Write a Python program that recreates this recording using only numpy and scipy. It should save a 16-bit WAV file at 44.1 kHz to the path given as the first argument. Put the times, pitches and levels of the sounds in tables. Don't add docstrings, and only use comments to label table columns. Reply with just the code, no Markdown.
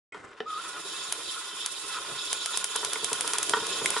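import sys
import numpy as np
from scipy import signal
from scipy.fft import rfft, irfft
from scipy.io import wavfile

SR = 44100
rng = np.random.default_rng(int(sys.argv[2]) if len(sys.argv) > 2 else 0)


def waveform_to_disk(signal):
    frames = np.transpose(np.atleast_2d(signal))
    scaled = np.clip(frames, -1, 1) * 32767
    samples = np.round(scaled).astype(np.int16)
    wavfile.write(sys.argv[1], SR, samples)


N = 176400
T = np.arange(N) / SR
HZ = np.maximum(np.fft.rfftfreq(N, 1 / SR), 1)
ROOM_T60_S = 0.18


def amp(db):
    return 10 ** (np.asarray(db) / 20)


def unit(x):
    return x / np.sqrt(np.mean(x ** 2))


def curve(rows, column=1):
    rows = np.array(rows)
    return np.interp(T, rows[:, 0], rows[:, column])


def fade(t60_s):
    return np.exp(-np.minimum(np.log(1000) * T / t60_s, 60))


def swell(peak_s, half_width_s):
    return np.exp(-((T - peak_s) / half_width_s) ** 2)


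def pan(db):
    return amp(np.array([[db], [-db]]) / 2)


def wander(rate_hz):
    return unit(irfft(rfft(rng.standard_normal(N)) / (1 + (HZ / rate_hz) ** 2) ** 2, N))


def colour(points):
    hz, db = np.array(points).T
    cepstrum = irfft(np.log(amp(np.interp(np.log(HZ), np.log(hz), db))), N)
    cepstrum[1:N // 2] *= 2
    cepstrum[N // 2 + 1:] = 0
    return np.exp(rfft(cepstrum))


def resonances(rows):
    power = 0
    for hz, width, db in rows:
        detuning = (HZ / hz - hz / HZ) * hz / width / 2
        power = power + (amp(db) / (1 + 2 * detuning ** 2)) ** 2
    return np.sqrt(power)


def ringing(modes):
    return np.array([amp(db) * np.sin(2 * np.pi * hz * T) * fade(t60) * (1 - np.exp(-T * hz))
                     for hz, db, t60 in modes])


def stereo(mid_side, side_db):
    return mid_side[0] + amp(side_db) * mid_side[1] * np.array([[1], [-1]])


def tail(t60_s, side_db):
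    return unit(stereo(rng.standard_normal((2, N)), side_db) * fade(t60_s)) / np.sqrt(N)


def in_room(x, wet_db, side_db):
    return x + amp(wet_db) * irfft(rfft(x) * rfft(tail(ROOM_T60_S, side_db)), N)


def add(out, x, start_s):
    i = max(int(round(start_s * SR)), 0)
    out[..., i:] += x[..., :N - i]


def friction(response, grain, flutter_db, flutter_hz, side_db, pan_db):
    slips = rng.standard_normal((2, N))
    slips *= np.exp(grain * np.repeat(rng.standard_normal(N // 20 + 1), 20)[:N])
    slips *= amp(flutter_db * wander(flutter_hz))
    ripple = amp(3 * wander(160)[:len(HZ)])
    return unit(irfft(rfft(stereo(slips, side_db)) * response * ripple, N)) * pan(pan_db)


# time_s, level_db
GRIP_FADER = [(.125, -52), (.28, -48.5), (.35, -63.5)]
# freq_hz, gain_db
GRIP_EQ = [(60, -6.5), (520, 1.5), (1000, -5), (1380, 0), (2050, -3.5), (2600, -28), (8000, -18),
           (11000, -35)]


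def grip():
    rustle = friction(colour(GRIP_EQ), grain=0.34, flutter_db=-3.2, flutter_hz=40,
                      side_db=-9, pan_db=0.5)
    return rustle * amp(curve(GRIP_FADER))


# start_s, level_db, t60_s
CLINK_HITS = [(0.1234, -47.5, 0.13), (2.957, -35.5, 0.032), (3.8587, -13, 0.0072)]
# pitch_hz, level_db
METAL_MODES = [(1980, 5), (2180, 7), (2480, 0.5), (3150, -6.5), (7865, -7)]


def clinks():
    out = np.zeros(N)
    ring = sum((-1) ** k * amp(db) * np.sin(2 * np.pi * hz * T)
               for k, (hz, db) in enumerate(METAL_MODES))
    for start, db, t60 in CLINK_HITS:
        add(out, amp(db) * ring * fade(t60), start)
    return in_room(out, wet_db=-7, side_db=13)


# start_s, level_db, tilt_db_per_octave
KNOCK_HITS = [(.145, -16, -1), (2.112, -27.5, -13), (2.541, -13, 3.5), (2.755, -7.5, 0), (2.83, -9, -1.5),
              (2.958, -11.5, -3.5), (3.028, -15.5, -7.5), (3.116, -9, -5.5), (3.244, -10.5, -2.5),
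              (3.334, -8, 1), (3.5356, 4.5, 2.5), (3.569, -4.5, -3), (3.628, -12, -4.5),
              (3.815, -9.5, -6.5), (3.9643, -2, 0)]
# pitch_hz, level_db, t60_s
FRAME_MODES = [(130, -26.5, 0.097), (279.6, -18.5, 0.081), (450, -0.5, 0.049), (982, 0.5, 0.047),
               (1058, -3.5, 0.077), (1163, -1.5, 0.05), (1380, 2, 0.047), (1473, -2, 0.057),
               (1844, -7, 0.049), (3190, -5, 0.02)]


def knocks(gain_db=-20.5, crack_db=-14.98):
    out = np.zeros(N)
    rings = ringing(FRAME_MODES)
    octaves = np.log2(np.array(FRAME_MODES)[:, 0] / 1000)
    burst = rng.standard_normal(N) * fade(0.045)
    crack = irfft(rfft(burst) * colour([(200, -12), (3500, 10.5), (7000, -3)]), N)
    for start, db, tilt in KNOCK_HITS:
        knock = amp(tilt * octaves) @ rings + amp(crack_db) * crack
        add(out, amp(db + gain_db) * knock, start)
    return out


# pitch_hz, level_db, t60_s
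CRANK_MODES = [(237, -38.5, 0.075), (444, -20, .045), (768, -25.5, 0.041), (1395, -25.5, .025),
               (1766, -26, .022), (3110, -21.5, 0.011), (5580, -41.5, .012)]


def clunk(start_s=0.4035, rattle_t60_s=0.023, rattle_above_hz=2500):
    out = np.zeros(N)
    ring = ringing(CRANK_MODES).sum(axis=0)
    rattle = unit(rng.standard_normal(N) * fade(rattle_t60_s)) / np.sqrt(N)
    rattle_response = np.minimum(HZ / rattle_above_hz, 1) * rfft(rattle)
    add(out, irfft(rfft(ring) * (1 + rattle_response), N), start_s)
    return out


def impacts_in_room(impacts, low_cut_hz=156):
    low_cut = signal.butter(2, low_cut_hz, "high", fs=SR, output="sos")
    return in_room(signal.sosfilt(low_cut, impacts), wet_db=-6.5, side_db=-7)


# centre_hz, width_hz, gain_db
BEARING_BANDS = [(988, 165, -1), (1050, 100, 1.5), (1306, 98, 1), (1353, 113, 3), (1440, 40, 9),
                 (1760, 1750, -6)]
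BASE_BANDS = [(54, 150, -21), (127.5, 33, -14), (209, 140, -11.5), (302, 69, -8.5), (423.7, 92, 1),
              (515, 40, -5), (599, 257, -7)]
# time_s, level_db
CHAFE_FADER = [(.44, -53.5), (.62, -44), (1.2, -44), (1.8, -45.5), (2.0, -38.5), (2.25, -44), (3.36, -39.5),
               (4.0, -36.5)]
RUMBLE_FADER = [(.38, -56), (.75, -49.5), (1.1, -50.5), (1.7, -55.5), (2.1, -47), (2.45, -53), (2.85, -46),
                (3.5, -45), (3.85, -35.5), (4.0, -52)]


def drive(rumble_db=-1.5):
    chafe = friction(resonances(BEARING_BANDS), grain=0.41, flutter_db=2, flutter_hz=32.8,
                     side_db=-11.5, pan_db=0.1)
    rumble = friction(resonances(BASE_BANDS), grain=0.34, flutter_db=2.5, flutter_hz=29.3,
                      side_db=-11.5, pan_db=-0.5)
    return chafe * amp(curve(CHAFE_FADER)) + rumble * amp(curve(RUMBLE_FADER) + rumble_db)


# freq_hz, gain_db
HISS_EQ = [(600, -25.5), (1800, -12), (2800, -4.5), (5000, -0.5), (6100, -0.5), (6900, 0), (7600, -1.5),
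           (8700, 2.5), (11000, 1)]
# centre_hz, width_hz, gain_db
RASP_BANDS = [(2628, 96, -1), (3137, 180, -0.5), (3465, 297, 1.5), (3760, 550, -1.5), (4604, 140, -3.5),
              (5180, 460, -5), (6940, 270, -4)]
# time_s, level_db
BRUSH_FADER = [(.45, -67.5), (.485, -47), (.64, -44.5), (.8, -45), (.88, -42.5), (2.1, -42), (2.6, -40),
               (4.0, -36.5)]
PLATE_PRESSES = [0.919, 1.02, 1.30, 1.61, 1.94, 2.21, 2.31, 2.431, 2.551, 2.769, 3.74]


def brushes(hiss_db=5, hiss_build_s=0.11, hiss_swell_db=1.5, rasp_swell_db=6):
    hiss = friction(colour(HISS_EQ), grain=0.09, flutter_db=1.95, flutter_hz=39, side_db=2, pan_db=-4)
    turning_s = np.maximum(T - BRUSH_FADER[0][0], 0)
    hiss *= 1 - np.exp(-turning_s / hiss_build_s)
    rasp = 0
    for hz, width, db in RASP_BANDS:
        ring = friction(resonances([(hz, width, 0)]), grain=0.17, flutter_db=2.5, flutter_hz=41.5,
                        side_db=-4, pan_db=-2.5)
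        rasp = rasp + ring * np.sqrt(width) * amp(db + wander(6.9))
    pressure = sum(swell(peak, half_width_s=0.041) for peak in PLATE_PRESSES)
    hiss *= amp(hiss_db + hiss_swell_db * pressure)
    rasp = unit(rasp) * amp(rasp_swell_db * pressure)
    return (hiss + rasp) * amp(curve(BRUSH_FADER))


# time_s, pitch_hz, level_db
SQUEAK_GLIDE = [(.458, 1236, -46), (.47, 1255, -37.5), (.512, 1268, -34), (.535, 1239, -36.5),
                (.572, 1230, -35), (.595, 1366, -36), (.632, 1385, -52)]


def squeak(jitter=0.0139, overtone_db=-29, flutter_db=2.3):
    pitch_hz = curve(SQUEAK_GLIDE) * (1 + jitter * wander(170))
    phase = 2 * np.pi * np.cumsum(pitch_hz) / SR
    tone = np.sin(phase) + amp(overtone_db) * (np.sin(2 * phase) + np.sin(3 * phase))
    gate = (T > SQUEAK_GLIDE[0][0]) & (T < SQUEAK_GLIDE[-1][0])
    level_db = curve(SQUEAK_GLIDE, column=2) + flutter_db * wander(220)
    return np.sqrt(2) * tone * gate * amp(level_db)


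# peak_s, level_db
BEARING_CHIRPS = [(.66, -40.5), (0.771, -39.5), (1.37, -40), (1.97, -35.5), (2.49, -36)]


def chirps(pitch_hz=1320, width_hz=91):
    ring = friction(resonances([(pitch_hz, width_hz, 0)]), grain=0, flutter_db=0.5, flutter_hz=30,
                    side_db=-16, pan_db=0)
    return ring * sum(amp(db) * swell(peak, half_width_s=0.026) for peak, db in BEARING_CHIRPS)


SPARK_CUES = [1.1245, 1.6615, 2.3298, 2.46, 2.5738, 2.6432, 2.7608, 2.8483, 2.9333, 3.0451, 3.131, 3.2091,
              3.2768, 3.3348, 3.3844, 3.4299, 3.4954, 3.8595, 3.9045]
# freq_hz, gain_db
SNAP_EQ = [(150, -31.5), (700, -7), (2000, -5), (4500, -4.5), (8600, -1.5), (9550, 6.5), (10200, -3),
           (11000, 3)]
# delay_ms, left_db, right_db
SPARK_REFLECTIONS = [(0.945, -12, -13), (1.245, -7, -3), (1.87, -13, -7)]


def sparks(gain_db=3.6, stray_s=3.668, stray_db=-7):
    pulses = np.zeros(N)
    for start, db in [(cue, 0) for cue in SPARK_CUES] + [(stray_s, stray_db)]:
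        snap = 0.16 * rng.standard_normal(N) * fade(0.0012)
        snap[0] = 1
        add(pulses, amp(db + gain_db) * snap / np.linalg.norm(snap), start)
    paths = 1 + sum(amp([[left], [right]]) * np.exp(-2j * np.pi * HZ * ms / 1000)
                    for ms, left, right in SPARK_REFLECTIONS)
    scatter = amp(-3.5) * tail(t60_s=0.015, side_db=-2)
    room = amp(-8) * tail(ROOM_T60_S, side_db=-2)
    return irfft(rfft(pulses) * colour(SNAP_EQ) * (paths + rfft(scatter + room)), N) * pan(-0.9)


def scene():
    rubbing = grip() + chirps() + brushes() + drive() + squeak()
    impacts = impacts_in_room(clunk() + knocks()) + clinks()
    return rubbing + impacts + sparks()


def record(dry, start_s=0.121, fade_in_s=0.002, high_cut_hz=11120):
    opened = dry * np.clip((T - start_s) / fade_in_s, 0, 1)
    high_cut = signal.firwin(401, high_cut_hz, fs=SR)
    return signal.fftconvolve(opened, high_cut[None], mode="same", axes=1)


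dry = scene()
out = record(dry)
waveform_to_disk(out)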